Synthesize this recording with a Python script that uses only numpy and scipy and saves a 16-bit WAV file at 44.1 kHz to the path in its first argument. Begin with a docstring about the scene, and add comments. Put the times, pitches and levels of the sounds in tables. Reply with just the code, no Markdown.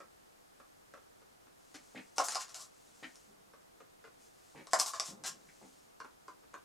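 """In a small quiet room, a wooden stick dabs resin on stones lying on a cardboard box: soft hollow taps.
A sleeve rustles, and from 1.7 s the stick scoops resin from a small plastic cup, scraping and clicking
so that the cup's wall rings. Now and then an arm bumps, rubs or slides on the table. After one lone faint
tick, more dabs follow at 3.5 s, a second scoop at 4.7 s, and the last, firmest dabs from 6 s."""
import sys
import numpy as np
from scipy import signal
from scipy.fft import rfft, irfft
from scipy.io import wavfile

SR = 44100
rng = np.random.default_rng(int(sys.argv[2]) if len(sys.argv) > 2 else 0)


def materialize(psi):
    """Save the field psi as 16-bit PCM at rate SR to the path in sys.argv[1].

    A 1-D psi becomes a single channel; in a 2-D psi each row is a channel.
    """
    bounded = np.clip(np.atleast_2d(psi).T, -1, 1)
    quanta = np.round(bounded * 32767).astype(np.int16)
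    wavfile.write(sys.argv[1], SR, quanta)


N = 292824

# the tones the cup's wall rings with: (frequency [Hz], level [dB], time to fade by 60 dB [s])
CUP_TONES = [(492, -23, 0.037), (611, -8, 0.0097), (699, 1.5, 0.015), (763, -8.5, 0.034), (881, -19, 0.14),
             (1061, -5.5, 0.052), (1105, -3.5, 0.053), (1187, -4, 0.036), (1344, -6.5, 0.037),
             (1440, -12, 0.065), (1660, -8.5, 0.02), (1950, -18, 0.012), (2230, -13, 0.018)]


def amp(db):
    """Turns decibels into a factor to multiply a sound by."""
    return 10 ** (np.asarray(db) / 20)


def unit(x):
    """Scales a signal to an average size (rms) of 1."""
    return x / np.sqrt(np.mean(x ** 2) + 1e-20)


def read(points, hz):
    """Looks up a (frequency, value) table, blending between rows on a musical pitch scale."""
    row_hz, value = np.transpose(points)
    return np.interp(np.log(hz + 1), np.log(row_hz + 1), value)


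def bins(size):
    """The frequencies in the spectrum of a sound this many samples long."""
    return np.fft.rfftfreq(size, 1 / SR)


def add(mix, start_s, sound):
    """Lays a sound into the mix at its start time."""
    part = mix[max(round(start_s * SR), 0):][:len(sound)]
    part += sound[:len(part)]


def colour(x, curve_db, size=2048):
    """Shapes a sound's bass and treble by curve_db(Hz), with a filter of energy 1."""
    hz = abs(np.fft.fftfreq(size, 1 / SR))
    log_gain = np.log(amp(np.maximum(curve_db(hz), -90)))
    response = np.exp(np.conj(signal.hilbert(log_gain)))  # nothing comes out before it goes in
    taps = np.fft.ifft(response).real
    return signal.fftconvolve(x, taps / np.linalg.norm(taps))


def tilted(points, tilt_db):
    """A table's curve, made brighter by tilt_db for each octave above 1000 Hz."""
    return lambda hz: read(points, hz) + tilt_db * np.log2(np.maximum(hz, 1000) / 6000)


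def stereo(shared, opposed, width):
    """Left and right channels: one signal is the same in both, the other has opposite signs."""
    mid = rfft(shared)
    side = rfft(opposed) * amp(read(width, bins(len(shared))))
    return irfft(np.array([mid + side, mid - side]), len(shared))


def friction(size, per_s, spread_db):
    """Rubbing surfaces catch and let go: many tiny slips of uneven strength."""
    slipping = rng.random(size) < per_s / SR
    strength = amp(spread_db * np.minimum(rng.exponential(1, size), 4))
    return unit(slipping * strength * rng.standard_normal(size))


def stroke(length_s, peak):
    """A push that swells and lets go; peak is the share of its length spent swelling."""
    progress = np.linspace(0, 1, max(int(length_s * SR), 16))
    return np.sin(np.pi * np.interp(progress, [0, peak, 1], [0, .5, 1]))


def ring(tones, pitch, tilt_db, vary_db=1.34):
    """A struck object rings with fading tones, a little different on each hit."""
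    t = np.arange(SR // 3) / SR
    sound = np.zeros(len(t))
    for hz, db, fade_s in tones:
        start_db = db + tilt_db * np.log2(hz / 1000) + vary_db * rng.standard_normal()
        sound += amp(start_db - 60 * t / fade_s) * np.sin(2 * np.pi * (hz * pitch * t + rng.random()))
    attack = 1 - np.exp(-(t / 0.0011) ** 2)
    # an object gives off little sound below its lowest tone
    bass_cut = signal.butter(2, 0.59 * tones[0][0], "highpass", fs=SR)
    sound = signal.lfilter(*bass_cut, sound * attack)
    return sound / np.sqrt(np.sum(sound ** 2) / (SR / 100))  # the energy of 10 ms at rms 1


def shake(slips, tones):
    """Slips keep an object ringing; the result has as much energy as the slips."""
    shaken = signal.fftconvolve(slips, ring(tones, pitch=0.97, tilt_db=0))
    return shaken * np.linalg.norm(slips) / np.linalg.norm(shaken)


def room_tone(level_db=-68.5):
    """The room's steady low murmur and faint hiss, widest in the middle frequencies."""
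    # background noise: (frequency [Hz], level [dB])
    spectrum = [(12, -40), (20, -3), (88, -5), (146, -3.5), (367, -6), (499, -5.5), (542, -8), (738, -5.5),
                (825, -7), (1090, -8), (1220, -7.5), (2460, -14.5), (9950, -17), (14300, -20.5),
                (16000, -32)]
    # its stereo width: (frequency [Hz], opposed minus shared level [dB])
    width = [(60, -6), (99, -3.5), (160, 1.5), (270, 9), (450, 11), (740, 10), (1220, 5), (2010, 4),
             (3330, 1), (5500, 0.5), (9080, -6.5), (15000, -27)]
    gain = amp(read(spectrum, bins(N)))
    shared, opposed = irfft(rfft(rng.standard_normal((2, N))) * gain, N)
    return amp(level_db) * stereo(unit(shared), unit(opposed), width)


def click(decay_s, tilt_db, snap=0.79):
    """Two things touch: one sharp snap inside a very short chatter of contacts."""
    # the dry click: (frequency [Hz], level [dB])
    spectrum = [(80, -41.5), (300, -19.5), (800, -7.5), (1600, -9), (3000, -14), (4300, -7), (5400, -1),
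                (6900, -4.5), (8300, -8.5), (11000, -17.5), (15500, -49)]
    t = np.arange(SR // 100) / SR
    chatter = rng.standard_normal(len(t)) * t * np.exp(-t / decay_s)
    chatter /= np.linalg.norm(chatter)
    chatter[SR // 2000] += snap
    sound = colour(chatter, tilted(spectrum, tilt_db))
    return sound / np.sqrt(np.sum(sound ** 2) / (SR / 1000))  # the energy of 1 ms at rms 1


def box_dabs(knock_db=-1, settle_db=-7, tick_db=-4):
    """The stick touches a stone: a faint tick, a knock of the box, a dull rattle as the stone settles."""
    # dabs on the stones: (time [s], strength [dB], pitch factor)
    dabs = [(.002, -52.5, 1.23), (0.599, -60.5, 1.09), (.937, -52.5, 1.25), (.973, -62.5, 0.86),
            (1.216, -68.5, 1.32), (1.467, -69, 0.79), (3.534, -61, 1.15), (3.802, -58, 1.16),
            (4.04, -55.5, 1.305), (4.048, -60.5, 1.56), (4.072, -61, 1.04), (6.001, -45, 0.987),
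            (6.045, -53, 0.92), (6.28, -48.5, 0.93), (6.433, -68, 1.1), (6.533, -64, 1.9),
            (6.54, -45.5, 0.975)]
    # the box's tones: (frequency before the pitch factor [Hz], level [dB], time to fade by 60 dB [s])
    box_tones = [(312, -13.5, 0.018), (439, -10.5, 0.029), (573, -14, 0.018), (875, -19, 0.022),
                 (1074, -1.5, 0.03), (1267, 3, 0.0087), (1564, -1, 0.014), (1780, -30, 0.014),
                 (2480, -21.5, 0.018)]
    # a stone rattling on cardboard: (frequency [Hz], level [dB])
    rattle_spectrum = [(100, -19), (250, -9.5), (450, -3.5), (750, -6.5), (1200, 0), (1700, -10),
                       (2500, -9.5), (4000, -19), (12000, -51)]
    out = np.zeros(N)
    for start, db, pitch in dabs:
        tilt_db = -0.6 + 0.52 * (db + 49)  # a harder dab sounds brighter
        add(out, start + 0.00097, amp(db + knock_db) * ring(box_tones, pitch, tilt_db))
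        pressure = stroke(0.012, peak=0.2)
        slips = pressure * friction(len(pressure), per_s=2000, spread_db=1.5)
        rattle = colour(slips, lambda hz: read(rattle_spectrum, hz))
        rattle_db = db + settle_db - 0.39 * (db + 47.5)  # grows more slowly than the knock
        add(out, start + 0.00104, amp(rattle_db) * rattle)
        add(out, start, amp(db + tick_db) * click(decay_s=0.0011, tilt_db=-2, snap=0.19))
    return out


def sleeve_rustle(level_db=-3, rest_db=-78):
    """Cloth rubs with a fine hiss that grows louder as the arm moves faster."""
    # the arm swings between box and cup: (time [s], length [s], level [dB])
    swings = [(1.528, 0.69, -71), (2.618, 0.74, -69), (4.168, 0.13, -68.5), (4.258, 0.46, -71.5),
              (5.248, 0.68, -70.5)]
    # rustling cloth: (frequency [Hz], level [dB])
    spectrum = [(500, -9.5), (2000, -13), (4000, -8), (7000, -3), (9500, -8), (13000, -25), (16000, -22)]
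    speed = np.full(N, amp(rest_db))
    for start, length, db in swings:
        add(speed, start, amp(db) * stroke(length, peak=0.57))
    slips = speed * friction(N, per_s=12000, spread_db=1.5)
    return amp(level_db) * colour(slips, lambda hz: read(spectrum, hz))[:N]


def scrape(length_s, hiss_db, wall_db, tilt_db, peak):
    """Wood grain catches on the cup: the slips hiss, shake the wall and set one of its tones singing."""
    # the hiss in the stick: (frequency [Hz], level [dB])
    spectrum = [(700, -26.5), (1500, -2), (2300, -6), (3200, -2.5), (4200, 0), (5200, 3.5), (7400, 4),
                (9000, -3), (12000, -10.5), (16000, -31)]
    sing_hz, sing_width_hz, build_s = 1105, 45, 0.085
    pressure = stroke(length_s, peak)
    slips = pressure * friction(len(pressure), per_s=7000, spread_db=2.6)
    sound = np.zeros(SR // 2)
    add(sound, 0, amp(hiss_db) * colour(slips, tilted(spectrum, tilt_db)))
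    add(sound, 0, amp(wall_db) * shake(slips, CUP_TONES))
    sing_gain = amp(wall_db - 1) * min(length_s / build_s, 1) ** 2  # short strokes sing less
    sing_fade_s = np.log(1000) / np.pi / sing_width_hz
    add(sound, 0, sing_gain * shake(slips, [(sing_hz, 0, sing_fade_s)]))
    return sound


def rim_scrapes(hiss_db=-1):
    """The stick is drawn along the cup and wiped on its rim."""
    # strokes: (time [s], length [s], hiss [dB], shaking of the wall [dB], brightness [dB per octave])
    scrapes = [(1.74, 0.031, -51, -77, -4.5), (2.157, 0.037, -54, -62, 2), (2.233, 0.054, -41.5, -53, 6),
               (2.285, 0.11, -45, -72, -2), (2.39, 0.056, -45, -63, -1), (2.482, 0.06, -59, -75, -1),
               (2.538, 0.052, -49.5, -58, 0.5), (2.579, 0.088, -52.5, -63, 2.5),
               (4.706, 0.043, -54, -66, -1.5), (4.784, 0.053, -35, -42.5, 2.5),
               (4.853, 0.061, -41.5, -54, 3.5), (4.932, 0.063, -51.5, -56, -2),
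               (5.033, 0.097, -48.5, -63.5, 1.5), (5.237, 0.036, -43, -50, -6), (5.253, 0.046, -39, -55, 1)]
    out = np.zeros(N)
    for start, length, db, wall_db, tilt_db in scrapes:
        add(out, start, scrape(length, db + hiss_db, wall_db, tilt_db, peak=0.28))
    return out


def arm_rubs(rasp_db=-1, thud_db=-1, drag_db=-2):
    """The arm bumps the table, then skids on it with a short rasp that keeps the top humming."""
    # the arm meets the table: (time [s], length [s], rasp [dB], bump [dB])
    rubs = [(1.744, 0.027, -60.5, -57.5), (1.948, 0.063, -52, -51.5), (3.026, 0.031, -45, -53.5),
            (4.548, 0.083, -59, -54.5), (5.483, 0.022, -63, -78), (5.614, .058, -73, -58.5)]
    # table top tones, played a little lower: (frequency [Hz], level [dB], time to fade by 60 dB [s])
    table_tones = [(135, -7.5, 0.028), (203, -7.5, 0.1), (267, -10, 0.24), (322, 1, 0.046), (460, 1, 0.023),
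                   (600, 0.5, 0.024), (850, 9, 0.0084), (1250, -7, 0.027)]

    def rasp_curve(hz, centre_hz=2000, half_width_octaves=0.27):
        """One band of frequencies stands out, and the highest treble is cut."""
        distance = np.log2((hz + 1) / centre_hz) / half_width_octaves
        return -13 * np.log10(1 + distance ** 2) - 40 * np.log10(1 + (hz / 10000) ** 4)

    out = np.zeros(N)
    for start, length, db, bump_db in rubs:
        pressure = stroke(length, peak=0.23)
        slips = pressure * friction(len(pressure), per_s=2400, spread_db=0.5)
        add(out, start + 0.0022, amp(db + rasp_db) * colour(slips, rasp_curve))
        add(out, start, amp(bump_db + thud_db) * ring(table_tones, pitch=0.928, tilt_db=2.1))
        add(out, start, amp(bump_db + drag_db) * shake(slips, table_tones))
    return out


def dry_clicks(click_db=2):
    """Stick or fingers click on the cup, with a hollow ring and a short skid; one faint tick is alone."""
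    # clicks on the cup, and the lone tick at 3.156 s: (time [s], click [dB], ring [dB])
    clicks = [(1.7475, -64, -71), (2.1821, -23, -35.5), (2.1898, -35.5, -41), (2.197, -41, -28.5),
              (2.2847, -28.5, -52.5), (2.3215, -36.5, -51), (2.348, -32.5, -54), (2.355, -29.5, -36),
              (2.4819, -52, -67), (2.4942, -50, -72), (2.502, -54, -69), (2.545, -39.5, -65.5),
              (3.156, -51, -83), (4.6702, -47.5, -57), (4.7333, -19, -28.5), (4.7983, -20, -45),
              (4.861, -34, -55), (4.9347, -39.5, -41), (4.998, -25, -42.5), (5.2374, -41, -59)]
    out = np.zeros(N)
    for start, db, ring_db in clicks:
        tilt_db = -3 - 0.16 * (ring_db - db)  # the more ring beside the click, the duller the click
        add(out, start, amp(db + click_db) * click(decay_s=0.00067, tilt_db=tilt_db))
        add(out, start + 0.00098, amp(ring_db) * ring(CUP_TONES, pitch=1, tilt_db=-3.7))
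        skid = scrape(0.029, hiss_db=ring_db - 13.5, wall_db=ring_db - 9.5, tilt_db=-2.5, peak=0.29)
        add(out, start, skid)
    return out


def arm_shuffle(level_db=-2, rise_s=0.022, fade_db=-17.5):
    """The forearm lands and slides to rest: a lumpy low shuffle through the table top."""
    # the forearm's slides: (time [s], length [s], level [dB])
    slides = [(3.252, 0.3, -66), (5.07, .43, -54.5)]
    # sliding heard through the table: (frequency [Hz], level [dB])
    spectrum = [(50, -33), (100, -16), (150, -3.5), (200, 3.5), (255, -10), (350, -5.5), (500, -11.5),
                (700, -16), (1200, -17), (3000, -61)]
    weight = np.zeros(N)
    for start, length, db in slides:
        t = np.arange(0, length, 1 / SR)
        add(weight, start, np.minimum(t / rise_s, 1) * amp(db + fade_db * t / length))
    slips = weight * friction(N, per_s=1300, spread_db=0.6)
    return amp(level_db) * colour(slips, lambda hz: read(spectrum, hz))[:N]


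def room_tail(build_s=0.0029):
    """Countless reflections blur into a stereo wash that builds quickly and dies away."""
    # how long the room rings: (frequency [Hz], time to fade by 60 dB [s])
    fade_times = [(200, 0.17), (700, 0.19), (1700, 0.2), (5000, 0.19), (12000, 0.15)]
    # the tail's stereo width: (frequency [Hz], opposed minus shared level [dB])
    width = [(100, -21), (200, -10), (350, -0.5), (600, -8.5), (1200, -6), (2500, -5), (5000, -18.5),
             (7000, -9), (9500, 0.5), (13000, -21)]
    size = SR // 2
    hz, t, noise_bands = signal.stft(rng.standard_normal((2, size)), SR, nperseg=256)
    fade = amp(-60 * t / read(fade_times, hz)[:, None])
    tails = signal.istft(noise_bands * fade, SR, nperseg=256)[1][:, :size]
    tails *= 1 - np.exp(-(np.arange(size) / SR / build_s) ** 2)
    shared, opposed = tails / np.linalg.norm(tails[0])
    return stereo(shared, opposed, width)


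def room(dry, tail_db, echo_db, tail_count=5, turns_per_s=23):
    """Direct sound, early echoes, and a short, smooth tail blended from several that take turns."""
    # echoes from near surfaces: (delay [s], level [dB])
    echoes = [(.0074, -10), (.0089, -13)]
    # how the sound leans to one side: (frequency [Hz], left minus right [dB])
    balance = [(150, -0.5), (330, 1.5), (500, 3.5), (770, 2), (1130, -1), (1800, 1.5), (2700, 2.5),
               (6400, 2.1), (9800, 2.5), (15000, 2.5)]
    heard = np.array([dry, dry])
    for delay, db in echoes:
        for channel in heard:
            add(channel, delay, amp(db + echo_db) * dry)
    turn = np.arange(N) / SR * turns_per_s
    for k in range(tail_count):  # each tail fades into the next, so no single pitch sticks out
        share = np.sin(np.pi / 2 * np.minimum((turn - k) % tail_count, 2))
        heard += amp(tail_db) * signal.fftconvolve((share * dry)[None], room_tail(), axes=1)[:, :N]
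    return irfft(rfft(heard) * pan(read(balance, bins(N))), N)


def pan(left_db):
    """Left and right gains that make the left this much louder; below zero leans right."""
    return amp(np.array([[.5], [-.5]]) * left_db)


def scene():
    """Box, arm and cup all sound near the middle of one room, over its steady background."""
    box = pan(-0.4) * room(box_dabs(), tail_db=0, echo_db=-4.5)
    arm = pan(-0.3) * room(sleeve_rustle() + arm_rubs() + arm_shuffle(), tail_db=-1, echo_db=-1.8)
    cup = pan(-0.23) * room(rim_scrapes() + dry_clicks(), tail_db=-1.5, echo_db=-5)
    return room_tone() + box + arm + cup


def record(dry):
    """Cuts away the very highest treble, above 16000 Hz."""
    treble_cut = signal.firwin(511, 16000, window=("kaiser", 9), fs=SR)
    return signal.oaconvolve(dry, treble_cut[None], "same")


dry = scene()
out = record(dry)
materialize(out)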